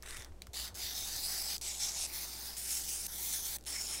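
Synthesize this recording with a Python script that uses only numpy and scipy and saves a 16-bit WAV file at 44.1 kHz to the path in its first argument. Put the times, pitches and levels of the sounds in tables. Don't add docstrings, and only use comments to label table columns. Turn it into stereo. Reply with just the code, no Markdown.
import sys
import numpy as np
from scipy import signal
from scipy.fft import rfft, irfft
from scipy.io import wavfile
from scipy.ndimage import uniform_filter1d

SR = 44100
rng = np.random.default_rng(int(sys.argv[2]) if len(sys.argv) > 2 else 0)


def generate_wav(signal):
    frames = np.transpose(np.atleast_2d(signal))
    scaled = np.clip(frames, -1, 1) * 32767
    pcm = np.round(scaled).astype(np.int16)
    wavfile.write(sys.argv[1], SR, pcm)


N = 4 * SR


def undb(db):
    return 10 ** (np.asarray(db) / 20)


def unit(x):
    return x / np.sqrt(np.mean(x ** 2) + 1e-20)


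def shaped(x, gain):
    freq_hz = np.arange(N // 2 + 1) * SR / N + .01
    return irfft(rfft(x) * gain(freq_hz), N)


def colour(x, points):
    hz, db = np.array(points, float).T
    return shaped(x, lambda f: undb(np.interp(np.log(f), np.log(hz), db)))


def band(x, low_hz, high_hz):
    return shaped(x, lambda f: 1 / ((1 + (low_hz / f) ** 12) * (1 + (f / high_hz) ** 12)))


def resonate(x, hz, width_hz):
    return shaped(x, lambda f: 1 / (1 + 1j * (f / hz - hz / f) * hz / width_hz))


def wander(rate_hz):
    return unit(shaped(rng.standard_normal(N), lambda f: 1 / (1 + (f / rate_hz) ** 2)))


# freq_hz, rms_db
HUM_PARTIALS = [(59.9, -57), (121, -82.5), (182.5, -73.5), (365, -72)]

def mains_hum(t):
    return sum(undb(db) * np.sqrt(2) * np.sin(2 * np.pi * (hz * t + rng.random()))
               for hz, db in HUM_PARTIALS)


# freq_hz, gain_db
AIR_SPECTRUM = [(15, 1), (35, -20.5), (80, -11.5), (140, -12.5), (350, -15), (700, -19.5), (1300, -30.5),
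                (3000, -35.5), (8000, -36.5), (15500, -45)]

def room_air(rms_db=-59):
    return undb(rms_db) * unit(colour(rng.standard_normal(N), AIR_SPECTRUM))


def add_reflections(x, t, wet_db=-17, t60_s=.067):
    tail = rng.standard_normal(N) * np.exp(-np.log(1000) * t / t60_s)
    return x + undb(wet_db) * signal.fftconvolve(x, unit(tail) / np.sqrt(N))[:N]


# centre_s, peak_db, pitch_hz, half_width_s
HAND_BUMPS = [(0.143, -49.5, 22, 0.12), (0.195, -47.5, 94, 0.011), (0.316, -45, 73, 0.018),
              (0.343, -47, 21, 0.039), (0.493, -44.5, 77, 0.0094), (0.626, -50.5, 58, 0.036),
              (0.731, -50.5, 87, .025), (0.845, -44.5, 64, 0.0097), (1.016, -51, 87, 0.016),
              (1.162, -59, 96, 0.045), (1.255, -55, 18, 0.25)]

def hand_bumps(t):
    out = 0
    for centre_s, peak_db, pitch_hz, half_width_s in HAND_BUMPS:
        offset_s = t - centre_s
        envelope = undb(peak_db) * np.exp(-(offset_s / half_width_s) ** 2)
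        out += envelope * np.cos(2 * np.pi * pitch_hz * offset_s)
    return out


# start_s, peak_db, centre_hz, decay_s
TOOL_TICKS = [(0.0244, -34, 6400, .0007), (0.0318, -40, 6000, .0008), (0.038, -48, 5000, 0.0014),
              (0.0604, -42, 4500, 0.0017), (.088, -39, 5500, .0008), (0.108, -34, 5500, 0.0012),
              (0.169, -34.5, 5030, 0.0011), (0.176, -39, 6000, .0008), (0.196, -42, 5000, 0.00088),
              (0.222, -38, 4500, 0.00068), (0.2467, -35.5, 5000, 0.00068), (0.321, -51.5, 1400, 0.0031),
              (0.4199, -31.5, 3550, 0.00093), (.469, -39.5, 5960, 0.0012), (.4695, -46, 1260, 0.0023),
              (0.744, -39, 5900, 0.001), (0.754, -31, 5700, 0.00028), (1.568, -30, 6100, 0.00054),
              (1.581, -28, 6500, 0.00057), (1.6131, -31, 7000, 0.00076), (1.75, -30, 6000, .0015),
              (1.761, -34, 5500, .0015), (2.567, -34, 4500, 0.0022), (3.065, -24.5, 10000, 0.0011),
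              (3.585, -38, 7000, 0.00051), (3.610, -44, 6000, 0.0008), (3.626, -48, 6000, .0008),
              (3.639, -41.5, 6000, 0.00066), (3.651, -41, 6000, 0.00055), (3.659, -34, 5970, 0.00037)]

def tool_ticks(t, width_ratio=1.77, rustle_db=-24.5, rustle_decay_s=.02):
    out = 0
    for start_s, peak_db, centre_hz, decay_s in TOOL_TICKS:
        age_s = np.maximum(t - start_s, 0)
        envelope = np.exp(-age_s / decay_s) + undb(rustle_db) * np.exp(-age_s / rustle_decay_s)
        crack = (t >= start_s) * envelope * np.sign(rng.standard_normal(N))
        for _ in range(2):
            crack = resonate(crack, centre_hz, width_ratio * centre_hz)
        out += undb(peak_db) * crack / np.abs(crack).max()
    return out


# start_s, crest_s, end_s, start_hz, end_hz, width_hz, crest_rms_db
LACE_RESONANCES = [(.8, 0.857, 1.22, 3550, 3870, 280, -47.5), (1.04, 1.39, 1.54, 4680, 5146, 340, -45),
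                   (1.36, 1.515, 1.63, 5150, 4850, 320, -43.5), (1.18, 1.33, 2, 7800, 8100, 250, -51.5),
                   (1.18, 1.296, 1.43, 10140, 10540, 500, -48), (1.64, 1.7, 1.76, 2300, 2250, 200, -54.5),
                   (1.8, 1.82, 1.91, 5600, 5350, 340, -40.5), (1.96, 2.03, 2.065, 5240, 5760, 340, -48),
                   (2.07, 2.11, 2.2, 2700, 1940, 240, -57), (2.27, 2.47, 2.56, 4850, 5070, 280, -54.5),
                   (2.13, 2.23, 2.3, 6520, 6500, 220, -58), (2.68, 2.73, 2.5, 8600, 8000, 350, -50),
                   (2.7, 2.76, 3.07, 6530, 6300, 260, -53), (2.8, 3.002, 3.1, 5700, 5500, 200, -55),
                   (3.2, 3.54, 3.47, 6250, 6040, 220, -46.5), (3.31, 3.34, 3.3, 9600, 9900, 600, -42),
                   (3.44, 3.49, 3.3, 9700, 8960, 597, -48), (3.664, 3.757, 4.2, 5400, 5280, 220, -46),
                   (3.71, 3.775, 4.3, 6500, 7220, 350, -51), (3.662, 3.674, 3.68, 3500, 3370, 700, -48.5),
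                   (3.73, 3.77, 3.81, 1993, 2193, 240, -48.5), (3.87, 3.925, 3.7, 2050, 2900, 350, -53)]

def lace_singing(t, flutter_db=2.5, swell_power=.45):
    out = 0
    flutter = undb(flutter_db * wander(rate_hz=84))
    for start_s, crest_s, end_s, start_hz, end_hz, width_hz, crest_db in LACE_RESONANCES:
        swell = np.interp(t, [start_s, crest_s, end_s], [0, 1, 0]) ** swell_power
        pitch_hz = np.interp(t, [start_s, end_s], [start_hz, end_hz])
        phase = 2 * np.pi * np.cumsum(pitch_hz) / SR
        ring = np.tanh(wander(width_hz)) * np.cos(phase) + np.tanh(wander(width_hz)) * np.sin(phase)
        out += undb(crest_db) * swell * unit(ring * flutter)
    return out


DRAG_TOP_HZ, SCRAPE_TOP_HZ = 1500, 8000

def disc_turning(x, depth_db=2.8, span_hz=400, span_s=.06, frame=512):
    hz, _, cells = signal.stft(x, SR, nperseg=frame)
    drift = rng.standard_normal(cells.shape)
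    for _ in range(2):
        drift = uniform_filter1d(drift, round(span_hz * frame / SR), axis=0)
        drift = uniform_filter1d(drift, round(span_s * SR * 2 / frame), axis=1)
    drift = 2 * np.tanh(unit(drift) / 2)
    low_taper = np.minimum(hz / DRAG_TOP_HZ, 1)[:, None] ** 2
    gain = unit(undb(depth_db * low_taper * drift))
    return signal.istft(cells * gain, nperseg=frame)[1][:N]


def blade_contact(t, effort, edge_s=.0022):
    start_s, end_s = effort[0][0], effort[-1][0]
    bite = np.clip((t - start_s) / edge_s + .5, 0, 1)
    release = np.clip((end_s - t) / edge_s + .5, 0, 1)
    return bite * release


def fibre_snaps(snaps_per_s, spread_db, decay_s=.00013, limit_re_rms=.79, rub_db=-2):
    snaps = (rng.random(N) < snaps_per_s / SR) * undb(spread_db * rng.standard_normal(N))
    bursts = unit(signal.lfilter([1], [1, -np.exp(-1 / (decay_s * SR))], snaps))
    crackle = np.tanh(bursts / limit_re_rms) * np.sign(rng.standard_normal(N))
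    rub = undb(rub_db) * rng.standard_normal(N)
    return unit(unit(crackle) + rub)


# time_s, effort_db
NICK = [(.03, -56.5), (.058, -58), (.0615, -50), (.12, -48), (.225, -52.5), (.262, -63), (.3, -74)]
TUG = [(.533, -48), (.57, -41), (.605, -40), (.65, -42.5), (.685, -47.5), (.705, -60), (.742, -72)]
RED = [(.748, -48), (.835, -39), (.925, -43.5), (.978, -39.5), (1.04, -42), (1.2, -40), (1.39, -39.5),
       (1.47, -41), (1.52, -39.5), (1.568, -44.5)]
PLUM = [(1.614, -43), (1.685, -39.5), (1.73, -43), (1.785, -44.5), (1.822, -37.5), (1.88, -40),
        (1.945, -43), (2.03, -36), (2.067, -42.5)]
BROWN = [(2.069, -47), (2.105, -48.5), (2.16, -41), (2.2, -42.5), (2.235, -40.5), (2.265, -46), (2.33, -47),
         (2.43, -45), (2.475, -42), (2.53, -48), (2.567, -50.5)]
TAN = [(2.568, -41), (2.65, -42), (2.728, -36), (2.8, -38.5), (2.86, -40.5), (2.892, -37.5), (2.978, -42),
       (3.05, -41.5), (3.07, -39.5)]
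GREY = [(3.0805, -46.5), (3.14, -42.5), (3.26, -39), (3.32, -39), (3.336, -35.5), (3.42, -43.5),
        (3.46, -39.5), (3.57, -39.5)]
BLUE = [(3.663, -41.5), (3.78, -41), (3.87, -42.5), (3.95, -39.5), (4.0, -46)]
# freq_hz, gain_db
NICK_TONE = [(400, -10), (1000, -9), (1400, -7), (1950, 4), (2900, -9), (3600, -4.5), (4400, -11),
             (5200, -7.5), (7000, -9), (9200, -3), (11000, -12), (15500, -21)]
TUG_TONE = [(400, -12), (800, -5), (1350, -9.5), (1900, -6.5), (2600, -11.5), (3700, -0.5), (4400, 0.5),
            (5400, -6), (9000, -5), (15500, -7.5)]
RED_TONE = [(400, -16), (520, -21), (750, -9), (1150, -17.5), (1900, -10), (3100, -10), (4700, -3),
            (6300, -3.5), (7300, -8.5), (8700, -11.5), (10500, -13.5), (15500, -14.5)]
PLUM_TONE = [(400, -16), (800, 0), (1300, -13), (1700, -15.5), (2300, -9), (3000, -13.5), (3500, -7.5),
             (4400, -7), (5600, -2), (9500, -1), (12500, -7), (15500, -14)]
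BROWN_TONE = [(400, -22.5), (520, -24), (800, -12), (1300, -19), (2200, -10.5), (3000, -15), (3500, -8.5),
              (5000, -5.5), (7600, -7.5), (11000, -4.5), (15500, -5)]
TAN_TONE = [(400, -23.5), (550, -23), (800, -12.5), (1100, -23), (1900, -10.5), (3200, -8), (4400, -6),
            (5600, -0.5), (7300, -0.5), (8500, 3), (12000, -3), (15500, -5)]
GREY_TONE = [(400, -18), (550, -14), (850, -4.5), (1200, -12), (2100, -6.5), (2700, -13), (3500, -3.5),
             (4100, -6), (4800, -4), (6200, 0), (7300, -3), (9500, 1.5), (15500, -1)]
BLUE_TONE = [(400, -7.5), (520, -13.5), (820, -6), (1100, -11.5), (1600, -13), (2300, -8), (3800, -6),
             (4600, -10.5), (5300, -2), (6000, -8), (6800, -2), (9800, -2), (12000, -10), (15500, -13)]
# effort, tone, snaps_per_s, spread_db, drag_db, scrape_re_effort_db, hiss_re_effort_db
PULLS = [(NICK, NICK_TONE, 1000, 7.4, -62, -1.3, -8), (TUG, TUG_TONE, 2600, 3.1, -61, -1.9, -5.8),
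         (RED, RED_TONE, 2600, 2.3, -58.5, -3.5, -3), (PLUM, PLUM_TONE, 2800, 2.7, -60, -1.6, -7.5),
         (BROWN, BROWN_TONE, 4500, 2, -61, -3, -1.5), (TAN, TAN_TONE, 3500, 1.9, -63.5, -4, -3),
         (GREY, GREY_TONE, 7000, 2.3, -61, -5, -0.79), (BLUE, BLUE_TONE, 4000, 2.8, -59, -4, -4.5)]

def leather_pull(t, effort, tone, snaps_per_s, spread_db, drag_db, scrape_re_db, hiss_re_db):
    time_s, effort_db = np.array(effort).T
    median_db = np.median(effort_db)
    surge_db = np.interp(t, time_s, effort_db) - median_db
    cut = colour(fibre_snaps(snaps_per_s, spread_db), tone)
    drag = unit(band(cut, 247, DRAG_TOP_HZ)) * undb(drag_db + .25 * surge_db)
    scrape = unit(band(cut, DRAG_TOP_HZ, SCRAPE_TOP_HZ)) * undb(median_db + scrape_re_db + surge_db)
    hiss = unit(band(cut, SCRAPE_TOP_HZ, SR / 2)) * undb(median_db + hiss_re_db + 1.13 * surge_db)
    judder = undb(.66 * wander(rate_hz=57))
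    return blade_contact(t, effort) * judder * (drag + scrape + hiss)


def scene():
    t = np.arange(N) / SR
    moving = sum(blade_contact(t, effort) for effort, *_ in PULLS)
    cutting = disc_turning(sum(leather_pull(t, *row) for row in PULLS))
    cutter = cutting + moving * lace_singing(t) + tool_ticks(t)
    mono = add_reflections(cutter, t) + hand_bumps(t) + mains_hum(t) + room_air()
    return np.array([mono, mono])


def record(dry):
    cutoff_hz = 15750
    return signal.sosfilt(signal.ellip(10, .1, 70, cutoff_hz, fs=SR, output="sos"), dry)


dry = scene()
out = record(dry)
generate_wav(out)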